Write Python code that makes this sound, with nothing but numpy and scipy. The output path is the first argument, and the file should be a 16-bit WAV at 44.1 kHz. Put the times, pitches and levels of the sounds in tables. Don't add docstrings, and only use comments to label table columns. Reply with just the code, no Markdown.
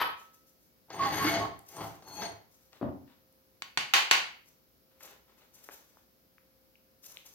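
import sys
import numpy as np
from scipy import signal
from scipy.fft import rfft, irfft
from scipy.io import wavfile

SR = 44100
rng = np.random.default_rng(int(sys.argv[2]) if len(sys.argv) > 2 else 0)


def waveform_to_disk(signal):
    frames = np.transpose(np.atleast_2d(signal))
    scaled = np.clip(frames, -1, 1) * 32767
    samples = np.round(scaled).astype(np.int16)
    wavfile.write(sys.argv[1], SR, samples)


N = 323694
TIME = np.arange(N) / SR

# pitch_hz, time to fall by 60 dB_s
ROOM_T60 = [(100, .55), (400, 0.4), (2500, 0.42), (6000, 0.35), (14000, 0.29)]
# pitch_hz, correlation (no unit, -1 to 1)
LIKENESS = [(60, 0.93), (130, 0.4), (300, 0.43), (550, 0.41), (1200, -0.23), (4000, 0.0093), (12000, -0.11)]

# pitch_hz, level_db
TAP_COLOUR = [(60, -25), (200, -25), (320, -14), (520, -15), (1000, 1), (1700, -5), (2470, -10.5),
              (4500, -14.5), (7000, -39), (11000, -34.5), (13000, -28), (15500, -46)]
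# pitch_hz, width_hz, level_db
TAP_MODES = [(1265, 64, -3.5), (1300, 5.1, -12), (1627, 64, -10), (1769, 73, -7.5), (2993, 72, -6.5),
             (4640, 190, -15), (9400, 120, -28), (10700, 130, -25), (12500, 120, -10.5), (13770, 120, -17)]
TAP_DB, TAP_HOLD_S, TAP_FADE_DB_PER_S = -30.5, 0.022, 514.5

# pitch_hz, level_db
AIR_COLOUR = [(15, -55), (25, -24), (48, -12.5), (200, -8.5), (300, -9.5), (400, -12.5), (520, -15),
              (800, -20), (1100, -21.5), (1400, -21.5), (1900, -24.5), (2300, -25), (3500, -26),
              (5200, -22.5), (8000, -33), (9800, -33.5), (11500, -20.5), (15800, -21)]
AIR_DB = -69
# pitch_hz, level_db
HUMS = [(59.2, -84.5), (526, -78), (641, -93), (1302, -96), (2234, -97)]

# start_s, length_s, brush of skin level_db, sliding steel level_db
STROKES = [(0.177, 0.042, -64, -66), (.335, 0.013, -67, -73), (0.469, 0.024, -67.5, -107),
           (0.612, 0.053, -70, -94), (1.668, 0.22, -58.5, -69), (1.89, 0.075, -69, -67),
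           (2.07, 0.14, -61, -83), (2.517, 0.15, -70.5, -82.5), (2.731, 0.029, -70, -61),
           (3.079, 0.053, -88, -69), (4.46, 0.035, -72, -76), (4.915, 0.065, -91, -76),
           (5.008, 0.048, -59.5, -57), (5.078, 0.079, -73, -65), (5.283, 0.035, -82, -72),
           (5.382, 0.056, -72.5, -69.5), (5.54, .15, -63, -71), (5.714, 0.022, -55, -60.5),
           (5.78, 0.22, -73.5, -76.5), (7.04, .025, -53.5, -70), (7.091, 0.087, -64, -68.5),
           (7.257, 0.014, -52.5, -65.5), (7.323, .025, -65, -79)]
STROKE_ATTACK_S, STROKE_RELEASE_S = 0.023, 0.076
# pitch_hz, level_db
BRUSH_COLOUR = [(2500, -13.5), (4500, -5.5), (6200, 3.5), (8500, -8), (10500, -5), (12000, 0), (15000, 2.5),
                (16000, -17.5)]
# pitch_hz, level_db
SLIDE_COLOUR = [(150, -37), (250, -9), (539, 3), (700, -4.5), (870, 0), (1670, -4), (3600, -6.5),
                (4350, -8.5), (6250, -20), (8000, -17.5), (10400, -39), (17600, -120)]

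# time_s, groan of the casting level_db, dry grit level_db
LONG_PULL = [(0.88, -63.5, -88.5), (0.908, -48.5, -47.5), (0.954, -41.5, -50.5), (1.038, -35.5, -35.5),
             (1.092, -34.5, -38.5), (1.206, -31.5, -33), (1.232, -31, -31.5), (1.268, -31, -27),
             (1.326, -36.5, -39), (1.35, -31.5, -31), (1.45, -35, -48.5), (1.532, -63, -64),
             (1.6, -72, -67)]
SECOND_PULL = [(1.68, -67, -74), (1.724, -51.5, -55), (1.776, -44, -57), (1.83, -30, -40),
               (1.848, -40, -54), (2.0, -64, -77)]
THIRD_PULL = [(2.0, -59, -73), (2.016, -62.5, -78), (2.08, -48.5, -62), (2.154, -49.5, -64),
              (2.232, -36.5, -39.5), (2.32, -51.5, -65), (2.45, -79, -80)]
# pitch_hz, level_db
GROAN_COLOUR = [(45, -27.5), (70, -7), (115, -2.5), (170, 1), (230, -6.5), (310, -4), (400, 0), (510, -6),
                (620, -5.5), (800, 3), (1000, -3), (1400, -5.5), (1900, -17.5), (2600, -35.5)]
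# pitch_hz, width_hz, level_db
VISE_MODES = [(110, 16, -14.5), (301, 44, -5), (364, 26, -16), (675, 22, -6.5), (781, 30, -9),
              (842, 51, -4), (1001, 47, -5.5), (1088, 47, -10.5)]
# pitch_hz, level_db
GRIT_COLOUR = [(700, -20.5), (1200, 2), (1800, 0), (2170, -0.5), (2450, -11.5), (3200, -6), (4000, -12.5),
               (4500, -5), (5600, -18), (6500, -11.5), (8000, -27), (10400, -62.5)]
# start_s, rise_s, fall_s, ring level_db, squeal level_db
BAR_SLIDES = [(.92, .32, .2, -42.5, -42.5), (1.71, 0.055, 0.16, -59.5, -54.5),
              (2.02, 0.22, 0.089, -53.5, -43.5)]
BAR_SWELL_DB = 21.5
# pitch_hz, width_hz, level_db
BAR_MODES = [(6430, 90, -3.5), (8770, 150, -0.5), (11490, 280, -1), (14320, 190, -0.5)]
# pitch_hz, width_hz, level_db
SQUEAL_MODES = [(1581, 110, -6.5), (2544, 210, -9), (3230, 200, -11.5), (4340, 170, -1), (5860, 60, -9.5),
                (6436, 200, -1.5)]

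# start_s, energy level_db
CATCHES = [(.903, -18.5), (1.25, -6), (1.767, -21.5), (2.023, -28), (2.219, -10)]
# pitch_hz, level_db
CATCH_COLOUR = [(80, -15), (300, -1), (800, 5), (1600, -4.5), (2600, -14), (3600, -10), (4500, -6),
                (6400, -12), (8000, -30.5), (12000, -52.5)]
# start_s, length_s, pitch_hz, level_db
JUDDERS = [(0.987, 0.062, 1100, -29.5), (1.027, 0.04, 1113, -33), (1.055, 0.04, 809, -33),
           (1.187, 0.091, 1100, -33.5), (1.236, 0.054, 304, -30.5), (1.268, 0.04, 2172, -31),
           (1.398, 0.05, 685, -35.5), (1.39, 0.083, 1101, -38), (2.027, 0.3, 4310, -55.5),
           (2.219, 0.098, 688, -44)]
JUDDER_WAVER_HZ, JUDDER_FLUTTER_DB = 16, 1.2

# start_s, energy level_db, lowest pitch_hz, highest pitch_hz
TICKS = [(1.592, -31, 6760, 14000), (2.731, -34, 1080, 6000), (3.326, -45, 8000, 14840),
         (3.631, -28, 1600, 4560), (5.008, -35, 601, 2380), (5.689, -21, 290, 2080),
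         (5.696, -27.5, 300, 1810), (5.971, -35.5, 497, 1450), (6.382, -36, 1000, 2620),
         (6.755, -38, 2170, 2995), (7.043, -35, 2180, 6520), (7.1711, -21, 2090, 4030)]
# start_s, energy level_db
THUDS = [(2.813, -10.5), (2.8201, -10.5), (2.827, -5.5), (2.841, -11.5), (2.886, -17.5)]
# pitch_hz, level_db
THUD_COLOUR = [(30, -23), (60, -10), (95, 2.5), (160, -4.5), (220, -0.5), (290, 5), (380, -1), (530, -4.5),
               (608, -4), (680, -3), (820, -7), (1050, -15), (1400, -21), (2200, -32.5), (5000, -45.5),
               (9000, -86)]
# pitch_hz, width_hz, level_db
BENCH_MODES = [(131.3, 39, -16), (296.3, 28, -1), (616, 28, -5)]

# start_s, first contact level_db, chatter level_db,
# chatter length_s, room level_db, sharp edge level_db, lowest pitch_hz
KNOCKS = [(3.6217, -12.5, -12.5, 0.019, -18, -30, 201), (3.7742, -0.5, 1, 0.038, -0.5, -26, 110),
          (3.9371, -1, 9, 0.06, 11.5, -3.5, 420), (4.1117, -8, 11.5, 0.03, 10, -10.5, 350)]
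# pitch_hz, level_db
KNOCK_COLOUR = [(40, -28), (120, -10.5), (300, -14.5), (450, -13.5), (600, -14), (800, -3), (1250, -5),
                (1700, -3), (2100, -2), (2950, 0), (3400, -6), (4500, -5.5), (5300, -12.5), (6300, -11),
                (9200, -24), (11000, -23.5), (14800, -28), (16000, -48)]
# pitch_hz, width_hz, level_db
PART_MODES = [(1096, 8.3, -2.5), (1468, 6.4, -5.5), (1913, 14, -6.5), (2190, 4.5, -6), (2711, 14, -11),
              (3005, 8.8, -3), (3602, 8, -8), (3750, 9.1, -10), (4160, 6.2, -11), (4570, 5, -8),
              (4510, 4.5, -10), (5770, 18, -10.5), (6230, 12, -13), (7970, 22, -16), (10450, 25, -18.5)]
RING_DB = -11.5
# lowest pitch_hz, highest pitch_hz
EDGE_BAND_HZ = (12800, 17000)


def from_db(db):
    return 10 ** (np.asarray(db) / 20)


def rms_one(x):
    return x / np.sqrt(np.mean(x ** 2) + 1e-20)


def unit(response):
    return response / np.sqrt(np.sum(response ** 2) + 1e-20)


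def gains(rows):
    s, *columns = np.transpose(rows)
    return [from_db(np.interp(TIME, s, column, left=-200, right=-200)) for column in columns]


def at_hz(points, hz):
    known_hz, values = np.transpose(points)
    return np.interp(np.log(hz + 1), np.log(known_hz), values)


def drift(points_per_s):
    points = rng.standard_normal(4000)
    return rms_one(np.interp(TIME * points_per_s, np.arange(len(points)), points))


def friction(slips_per_s, spread_db, surge_db):
    slips = (rng.random(N) < slips_per_s / SR) * rng.choice([-1, 1], N)
    size_db = spread_db * np.clip(rng.standard_normal(N), -2, 2)
    return rms_one(slips * from_db(size_db + surge_db * drift(90)))


def burst(t60):
    t = TIME[:SR // 5]
    return unit(rng.standard_normal(len(t)) * np.exp(-np.log(1000) * t / t60))


def body(spectrum, size=4096):
    hz = np.arange(size // 2 + 1) * SR / size
    cepstrum = irfft(np.log(from_db(at_hz(spectrum, hz))))
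    cepstrum[1:size // 2] *= 2
    cepstrum[size // 2 + 1:] = 0
    return unit(irfft(np.exp(rfft(cepstrum))))


def mode(hz, width_hz):
    t = TIME[:SR // 2]
    return unit(np.cos(2 * np.pi * hz * t) * np.exp(-np.minimum(np.pi * width_hz * t, 50)))


def band(low_hz, high_hz, order=4):
    edges = np.clip([low_hz, max(high_hz, 1.1 * low_hz)], 20, .48 * SR)
    bandpass = signal.butter(order, edges, "band", fs=SR, output="sos")
    return unit(signal.sosfilt(bandpass, signal.unit_impulse(SR // 2) + 1e-18))


def through(x, response):
    return signal.fftconvolve(x, response)[:len(x)]


def rubbed(force, modes, wander_db):
    out = np.zeros(N)
    for hz, width_hz, db in modes:
        ring = mode(hz, width_hz)
        resonance = unit(through(ring, ring))
        feed = rms_one(from_db(wander_db * drift(21.43)))
        out += from_db(db) * through(force * feed, resonance)
    return out


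def add(track, s, sound):
    start = int(s * SR)
    track[:, start:start + sound.shape[1]] += sound[:, :N - start]


def diffuse(size):
    mid, side = rfft(rng.standard_normal((2, size)))
    alike = np.clip(at_hz(LIKENESS, np.arange(len(mid)) * SR / size), -1, 1)
    return irfft(np.sqrt(1 + alike) * mid + np.sqrt(1 - alike) * side * [[1], [-1]], size)


def workshop(build_s=0.012, gap_s=0.001):
    hz, t, cells = signal.stft(diffuse(size=32768), SR, nperseg=256)
    decay = from_db(-60 * t / at_hz(ROOM_T60, hz)[:, None])
    tail = signal.istft(cells * decay, SR)[1]
    tail *= 1 - np.exp(-np.maximum(TIME[:tail.shape[1]] - gap_s, 0) / build_s)
    return np.sqrt(2) * unit(tail)


def place(x, room_db, pan_db=6.0, lag_samples=4):
    paths = from_db(room_db) * workshop()
    paths[0, 0] += from_db(pan_db / 2)
    paths[1, lag_samples] += from_db(-pan_db / 2)
    return np.array([through(x, path) for path in paths])


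def tap():
    engaged = from_db(TAP_DB - TAP_FADE_DB_PER_S * np.clip(TIME - TAP_HOLD_S, 0, .5))
    force = engaged * friction(2500, spread_db=2.1, surge_db=2.0)
    rasp = from_db(1.5) * through(force, body(TAP_COLOUR))
    ringing = from_db(-7) * rubbed(force, TAP_MODES, wander_db=1.8)
    return place(rasp + ringing, room_db=-1.5, pan_db=4.0, lag_samples=0)


def room_tone():
    air = np.array([through(side, body(AIR_COLOUR)) for side in diffuse(size=N)])
    motor_time = np.cumsum(1 + 0.00077 * drift(11)) / SR
    hum = np.zeros(N)
    for hz, db in HUMS:
        strength = np.sqrt(2) * from_db(db + 2.7 * drift(7.1))
        hum += strength * np.sin(2 * np.pi * hz * motor_time)
    left_right_tilt = from_db(0.46 * np.array([[1], [-1]]))
    return (from_db(AIR_DB) * air + hum) * left_right_tilt


def stroke(s, length):
    before = np.maximum(s - TIME, 0) / STROKE_ATTACK_S
    after = np.maximum(TIME - s - length, 0) / STROKE_RELEASE_S
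    return from_db(-30 * np.minimum(before + after, 8))


def handling():
    brush, slide = sum(np.outer(from_db([skin_db, steel_db]), stroke(s, length))
                       for s, length, skin_db, steel_db in STROKES)
    skin = through(brush * friction(11000, spread_db=2.7, surge_db=3.9), body(BRUSH_COLOUR))
    steel = through(slide * friction(4000, spread_db=2.4, surge_db=2.2), body(SLIDE_COLOUR))
    return place(skin + steel, room_db=-2.0, pan_db=6.5)


def bar_slides():
    curves = np.zeros((2, N))
    for s, rise, fall, ring_db, squeal_db in BAR_SLIDES:
        swell = gains([(s, -BAR_SWELL_DB), (s + rise, 0), (s + rise + fall, -BAR_SWELL_DB)])[0]
        curves += np.outer(from_db([ring_db, squeal_db]), swell)
    return curves


def screw():
    groan, grit = np.sum([gains(pull) for pull in (LONG_PULL, SECOND_PULL, THIRD_PULL)], axis=0)
    ring, squeal = bar_slides()
    slips = friction(5000, spread_db=3.0, surge_db=1.8)
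    casting = from_db(-4.0) * through(groan * slips, body(GROAN_COLOUR))
    casting += from_db(-10) * rubbed(groan * slips, VISE_MODES, wander_db=5.0)
    grinding = from_db(-1.0) * through(grit * slips, body(GRIT_COLOUR))
    bar = from_db(-5.5) * rubbed(ring * slips, BAR_MODES, wander_db=3.5)
    bar += from_db(-6) * rubbed(squeal * slips, SQUEAL_MODES, wander_db=3.0)
    vise = place(casting + grinding, room_db=-4.5, pan_db=3.0, lag_samples=3)
    return vise + place(bar, room_db=-7, pan_db=13.0)


def catches():
    force = np.zeros((1, N))
    for s, db in CATCHES:
        add(force, s, from_db(db) * burst(t60=.05)[None])
    return place(through(force[0], body(CATCH_COLOUR)), room_db=-4.5, pan_db=2.0, lag_samples=3)


def judders():
    out = np.zeros(N)
    waver_hz = JUDDER_WAVER_HZ * drift(160)
    flutter = from_db(JUDDER_FLUTTER_DB * drift(120))
    for s, length, hz, db in JUDDERS:
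        span = slice(int(s * SR), int((s + length) * SR))
        swell = signal.windows.tukey(span.stop - span.start, .6) * flutter[span]
        tone = np.sin(2 * np.pi * np.cumsum(hz + waver_hz[span]) / SR)
        out[span] += from_db(db) * np.sqrt(2) * swell * tone
    return place(out, room_db=-5, pan_db=-1.5, lag_samples=1)


def ticks():
    out = np.zeros((2, N))
    for s, db, low_hz, high_hz in TICKS:
        add(out, s, from_db(db) * place(band(low_hz, high_hz), room_db=-6))
    return out


def thud():
    out, t = np.zeros((1, N)), TIME[:SR // 2]
    casting = body(THUD_COLOUR)
    bench = sum(from_db(db) * mode(hz, width_hz) for hz, width_hz, db in BENCH_MODES)
    bandpass = signal.butter(3, [85, 700], "band", fs=SR, output="sos")
    cushioned = from_db(-14.5) * signal.sosfilt(bandpass, bench)
    for s, db in THUDS:
        settling = rng.standard_normal(len(t)) * np.exp(-t / .005)
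        landing = unit(through(settling, casting)) + cushioned
        add(out, s, from_db(db) * landing[None])
    return place(out[0], room_db=0.5, pan_db=5.0, lag_samples=1)


def knocks():
    out, t = np.zeros((2, N)), TIME[:SR // 10]
    for s, contact_db, chatter_db, chatter_s, room_db, edge_db, low_hz in KNOCKS:
        paths = from_db(room_db) * workshop()
        chatter = unit(diffuse(size=len(t)) * np.exp(-np.log(1000) * t / chatter_s))
        paths[:, :len(t)] += np.sqrt(2) * from_db(chatter_db) * chatter
        paths[[0, 1], [0, 5]] += from_db(contact_db)
        highpass = signal.butter(2, low_hz, "high", fs=SR, output="sos")
        steel = signal.sosfilt(highpass, body(KNOCK_COLOUR, size=2048))
        add(out, s, np.array([through(path, steel) for path in paths]))
        for hz, width_hz, db in PART_MODES:
            side_db = rng.normal(0, 2.5, (2, 1))
            ring = rng.choice([-1, 1]) * mode(hz, width_hz)
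            add(out, s, from_db(chatter_db + db + RING_DB + side_db) * ring)
        crack = through(band(*EDGE_BAND_HZ), burst(t60=.02))
        add(out, s, from_db(edge_db) * place(crack, room_db=-3.0, pan_db=1.0))
    return out


def scene():
    vise = screw() + catches() + judders()
    contacts = ticks() + thud() + knocks()
    return tap() + room_tone() + handling() + vise + contacts


def record(dry):
    bass_cut = signal.butter(3, 41, "high", fs=SR, output="sos")
    thinned = signal.sosfilt(bass_cut, dry)
    top_cut = signal.ellip(10, .1, 80, 15950, fs=SR, output="sos")
    return signal.sosfilt(top_cut, np.clip(thinned, -1, 1))


dry = scene()
out = record(dry)
waveform_to_disk(out)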